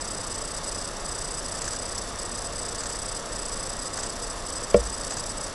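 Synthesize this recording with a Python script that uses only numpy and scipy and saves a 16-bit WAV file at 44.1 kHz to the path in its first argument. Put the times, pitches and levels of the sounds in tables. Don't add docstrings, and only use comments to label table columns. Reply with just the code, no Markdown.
import sys
import numpy as np
from scipy import signal
from scipy.fft import rfft, irfft, next_fast_len
from scipy.io import wavfile
from scipy.ndimage import uniform_filter1d, map_coordinates

SR = 44100
rng = np.random.default_rng(int(sys.argv[2]) if len(sys.argv) > 2 else 0)


def put_to_file(sound):
    columns = np.atleast_2d(sound).T
    safe = np.clip(columns, -1, 1)
    whole_steps = np.round(safe * 32767)
    wavfile.write(sys.argv[1], SR, whole_steps.astype(np.int16))


N = 244314
T = np.arange(N) / SR


def amp(db):
    return 10 ** (np.asarray(db) / 20)


def unit(x):
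    return x / np.sqrt(np.mean(x ** 2) + 1e-20)


def wobble(rate):
    knots = rng.standard_normal(int(N * rate / SR) + 4)
    return map_coordinates(knots, [T * rate])


def filtered(x, response):
    m = next_fast_len(N + SR // 2)
    return irfft(rfft(x, m) * response(np.fft.rfftfreq(m, 1 / SR)), m)[:N]


def modes(table):
    def response(f):
        return sum(sign * amp(db) * 1j * f * width / (hz * hz - f * f + 1j * f * width)
                   for hz, width, db, sign in table)
    return response


def gate(start_s, length_ms, gain, edge_ms):
    steps = np.zeros(N + SR)
    np.add.at(steps, np.round(start_s * SR).astype(int), gain)
    np.add.at(steps, np.round((start_s + length_ms / 1000) * SR).astype(int), -gain)
    return uniform_filter1d(np.cumsum(steps)[:N], max(1, round(edge_ms * SR / 1000)))


def crackle(spread_db):
    sizes = amp(spread_db * rng.standard_normal(N))
    return unit(rng.standard_normal(N) * sizes)


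# pitch_hz, level_db (rms)
STEADY_TONES = [(26.9, -48.0), (37.7, -46.5), (90.2, -52.0), (1619.0, -65.0), (2158.7, -65.5)]


def steady_tones():
    return sum(np.sqrt(2) * amp(db) * np.sin(2 * np.pi * hz * T) for hz, db in STEADY_TONES)


FAN_HZ = 53.0
# multiple_of_shaft_speed, level_db (rms, before it wavers)
FAN_TONES = [(1, -53.0), (9, -58.0), (13, -52.5), (16, -58.0), (17, -57.0), (18, -60.0), (20, -58.0),
             (21, -54.5), (22, -60.0), (23, -61.0), (24, -58.0), (25, -61.0), (26, -63.0), (28, -66.0),
             (36, -63.0), (38, -68.0), (39, -71.0), (50, -68.0), (51, -69.0), (52, -69.0), (53, -70.0),
             (54, -69.0)]
# pitch_hz, relative_level_db (per Hz)
RUSH_SHAPE = [(12, -8), (25, -1.5), (60, -10), (110, -11.5), (390, -12.5), (570, -8.5), (800, -15.5),
              (1200, -13), (1530, -19), (1820, -17), (2050, -23.5), (2450, -26.5), (2900, -25), (3250, -25),
              (3600, -20.5), (3950, -25), (6000, -28.5), (11500, -86)]


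def fan():
    hz, db = np.transpose(RUSH_SHAPE)

    def rush_response(f):
        return amp(np.interp(np.log(f + 1), np.log(hz + 1), db))
    rush = unit(filtered(rng.standard_normal(N), rush_response))
    rush_level = amp(-36.5 + 0.076 * wobble(4.57))
    shaft_angle = 2 * np.pi * (FAN_HZ * T + 0.0041 * wobble(3.046))
    tones = np.zeros(N)
    for multiple, level_db in FAN_TONES:
        level = np.sqrt(2) * amp(level_db + 1.2 * wobble(4.07))
        tones += level * np.sin(multiple * shaft_angle + rng.uniform(0, 2 * np.pi))
    return rush_level * rush + tones


# time_s, drive_level_db
ARM_MOVES = [(1.6176, -18.5), (1.643, -23), (1.662, -25), (1.6776, -19), (1.733, -20), (1.744, -27),
             (2.805, -22), (2.813, -28), (2.835, -20.5), (2.857, -22), (2.8994, -23), (2.913, -26),
             (3.973, -21.5), (3.976, -25), (3.9877, -21), (4.0313, -20), (4.0347, -25), (4.0447, -26),
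             (5.1074, -21), (5.1206, -21), (5.1687, -22), (5.1747, -29), (5.1824, -22)]
# pitch_hz, width_hz, relative_level_db, signed_gain
ARM_MODES = [(1180, 1180, 1.5, 0.81), (1780, 410, 1.5, -1.37), (3250, 4400, -12.5, 1),
             (4700, 270, 0.5, -1.2), (6030, 640, 1.5, 0.97), (7680, 490, 4.5, -1.1)]


def disc():
    scrapes, t = np.zeros(N), T[:2600]
    for time_s, db in ARM_MOVES:
        scrape = amp(db - 60 * t / 0.024) * (1 - np.exp(-t / 0.00088))
        murmur = amp(db - 14.5 - 60 * t / 0.16)
        burst = (scrape + murmur) * rng.standard_normal(len(t))
        scrapes[round((time_s - .0008) * SR):][:len(t)] += burst
    return filtered(scrapes, modes(ARM_MODES))


# start_s, level_db (relative), hardness (tilt in units of 6 dB per octave)
CONTACTS = [(4.7426, -6, 1.6), (4.74445, 0, 0)]
# pitch_hz, relative_level_db, t60_s, rise_s, polarity at the struck spot
DESK_MODES = [(53.5, -25.5, .81, .004, 1), (58.4, -7, .149, .04, -1), (102, -20.7, .1, .0005, -1),
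              (204, -10.5, .094, .007, 1), (356.5, 5.8, .029, .03, -1), (455, -5, .051, .0003, 1),
              (483.3, 3.1, .069, .03, 1), (537, 12.7, .031, .03, 1), (566.6, 1.7, .058, .03, 1),
              (645, -10.5, .046, .0003, -1), (720, -22, .04, .001, 1), (870, -27, .05, .001, 1),
              (1070, -21, .03, .001, -1), (1380, -25, .04, .001, 1), (1900, -30, .02, .0006, 1),
              (2400, -20, .018, .0006, -1), (3250, -40, .015, .0006, 1), (4600, -33, .015, .0004, -1)]


def knock():
    out, t = np.zeros(N + SR), T[:SR // 2]
    for start_s, level_db, hardness in CONTACTS:
        ring = np.zeros(len(t))
        for hz, db, t60, rise, sign in DESK_MODES:
            tilt_db = 6 * hardness * np.log2(hz / 1500)
            envelope = amp(db + tilt_db - 60 * t / t60) * (1 - np.exp(-t / rise))
            ring += sign * envelope * np.sin(2 * np.pi * hz * t)
        crack = amp(-12 - 60 * t / 0.018) * uniform_filter1d(rng.standard_normal(len(t)), size=11)
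        out[round(start_s * SR):][:len(t)] += amp(level_db) * (ring + crack)
    return out[:N]


def room(x, t60, wet_db):
    noise = uniform_filter1d(rng.standard_normal(SR // 3), size=9)
    tail = noise * amp(-60 * T[:SR // 3] / t60)
    delayed = np.pad(x, (400, 0))
    return x + amp(wet_db) * signal.fftconvolve(delayed, tail / np.linalg.norm(tail))[:N]


FRAME_HZ, FIRST_FRAME_S = 29.845, .01405
WAKE_HZ, FIRST_WAKE_S = 62.5, .0108
WORK_MS, WORK_SPREAD_MS = 11.6, 3.9
SETTLE_MS, SETTLE_SPREAD_MS = 15.8, 2.6
SETTLE_DB, SETTLE_SPREAD_DB = -37.75, 2.5
NUDGE_SHARE, NUDGE_MS, NUDGE_DB = .4, 5.6, -32.5
CHORE_FIRST_S, CHORE_EVERY_S, CHORE_MS = .897, 1.141, 143
CHORE_DB, PATCHY_DB = -45.5, 4
# within_s (any moment inside the frame),
# crackle_drive_db
SLEEPLESS_FRAMES = [(.605, -47), (1.42, -39), (1.98, -31.5), (2.49, -54), (2.525, -35), (2.745, -31.5),
                    (2.825, -43), (3.9, -57), (4.12, -42), (4.155, -35.5), (4.19, -33), (4.265, -37),
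                    (4.6, -33.5), (4.665, -41), (4.73, -44), (4.825, -36), (5.035, -29), (5.26, -32),
                    (5.34, -53)]


def schedule():
    arrive = FIRST_FRAME_S + np.arange(-1, N / SR * FRAME_HZ + 1) / FRAME_HZ
    beats = FIRST_WAKE_S + np.ceil((arrive - FIRST_WAKE_S) * WAKE_HZ) / WAKE_HZ
    wake, frame_ms = beats[:-1], 1000 * np.diff(beats)
    chance = rng.uniform(size=(len(wake), 6))

    def span(from_ms, to_ms, gain, edge_ms):
        return gate(wake + from_ms / 1000, to_ms - from_ms, gain, edge_ms)

    done_ms = WORK_MS + WORK_SPREAD_MS * (2 * chance[:, 0] - 1)
    extra_ms = -SETTLE_SPREAD_MS * np.log(1 - chance[:, 1])
    doze_ms = np.minimum(SETTLE_MS + extra_ms, frame_ms - 4)
    done_ms = np.minimum(done_ms, doze_ms)

    within_s, crackle_db = np.transpose(SLEEPLESS_FRAMES)
    fretting = np.zeros(len(wake))
    fretting[np.searchsorted(wake, within_s) - 1] = amp(crackle_db)
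    free = 1.0 * (fretting == 0)

    chore_s = np.arange(CHORE_FIRST_S, N / SR, CHORE_EVERY_S)
    chore = gate(chore_s, CHORE_MS, 1.0, edge_ms=1.3)
    nudge_ms = doze_ms + chance[:, 2] * (frame_ms - doze_ms)
    nudge_end_ms = np.minimum(nudge_ms + 2 * NUDGE_MS * chance[:, 3], frame_ms)
    nudge = span(nudge_ms, nudge_end_ms, free * (chance[:, 4] < NUDGE_SHARE), edge_ms=1.3)
    idle = span(doze_ms, frame_ms, free, edge_ms=1.3)

    settle_level = amp(SETTLE_DB + SETTLE_SPREAD_DB * (2 * chance[:, 5] - 1))
    settling = span(done_ms, doze_ms, free * settle_level, edge_ms=2.4)
    patchy = amp(PATCHY_DB * wobble(150))
    sleepless = span(np.full_like(wake, SETTLE_MS), frame_ms, fretting, edge_ms=3.5)
    sleepless = sleepless + amp(CHORE_DB) * chore * idle
    stirring = settling + amp(NUDGE_DB) * nudge * (1 - chore) + patchy * sleepless
    dozing = np.clip(idle - nudge, 0, 1) * (1 - chore)
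    return dozing, stirring


TIMER_HZ, BUS_HZ = 999.95, 8000.0
# pitch_hz, width_hz, relative_level_db, polarity
BOARD_MODES = [(4580, 270, -3.3, 1), (5240, 450, -3.0, -1), (5800, 280, -7.5, 1), (6010, 200, -3.1, 1),
               (6830, 240, -6.1, -1), (7280, 340, -5.7, 1), (7800, 250, .7, -1), (8420, 200, -4.9, 1),
               (8890, 250, -2.2, -1), (9750, 730, -5.6, 1), (10550, 290, -16.1, -1), (11030, 130, -7.6, -1),
               (11490, 120, -23.6, 1)]
# level_db (peak, before it flickers)
TICK_OVERTONES = [-70, -39, -44.5, -51, -66, -40.5, -48.5, -72]


def power_parts():
    dozing, stirring = schedule()
    restless = amp(-37.5 + 1.1 * wobble(120))
    loose_level = (restless + stirring + amp(-36.5) * dozing) * amp(1.5 * wobble(500))
    loose = loose_level * crackle(spread_db=2.5)
    tick_angle = 2 * np.pi * TIMER_HZ * (T + 8e-6 * wobble(26))
    ticks = sum(amp(db + 1.5 * wobble(250)) * np.cos(overtone * tick_angle)
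                for overtone, db in enumerate(TICK_OVERTONES, start=4))
    hidden = 1 - 0.45 * np.clip(3 * (wobble(450) - 1.1), 0, 1)
    bus = hidden * amp(-32.0 + 1.1 * wobble(300)) * np.sin(2 * np.pi * BUS_HZ * T)
    coupling = amp(5.0)
    return coupling * filtered(loose, modes(BOARD_MODES)) + dozing * (ticks + bus)


def scene():
    background = steady_tones() + fan() + disc()
    knocking = room(knock(), t60=0.082, wet_db=-21.0)
    return (background + knocking + power_parts())[None]


NOTCH_HZ, TOP_HZ = 9434, 11600


def record(dry):
    def port(f):
        detune = NOTCH_HZ ** 2 - f * f
        notch = (detune + 1j * f * 30) / (detune + 1j * f * 790)
        return notch * (f < TOP_HZ)
    return filtered(dry[0], port)[None]


dry = scene()
out = record(dry)
put_to_file(out)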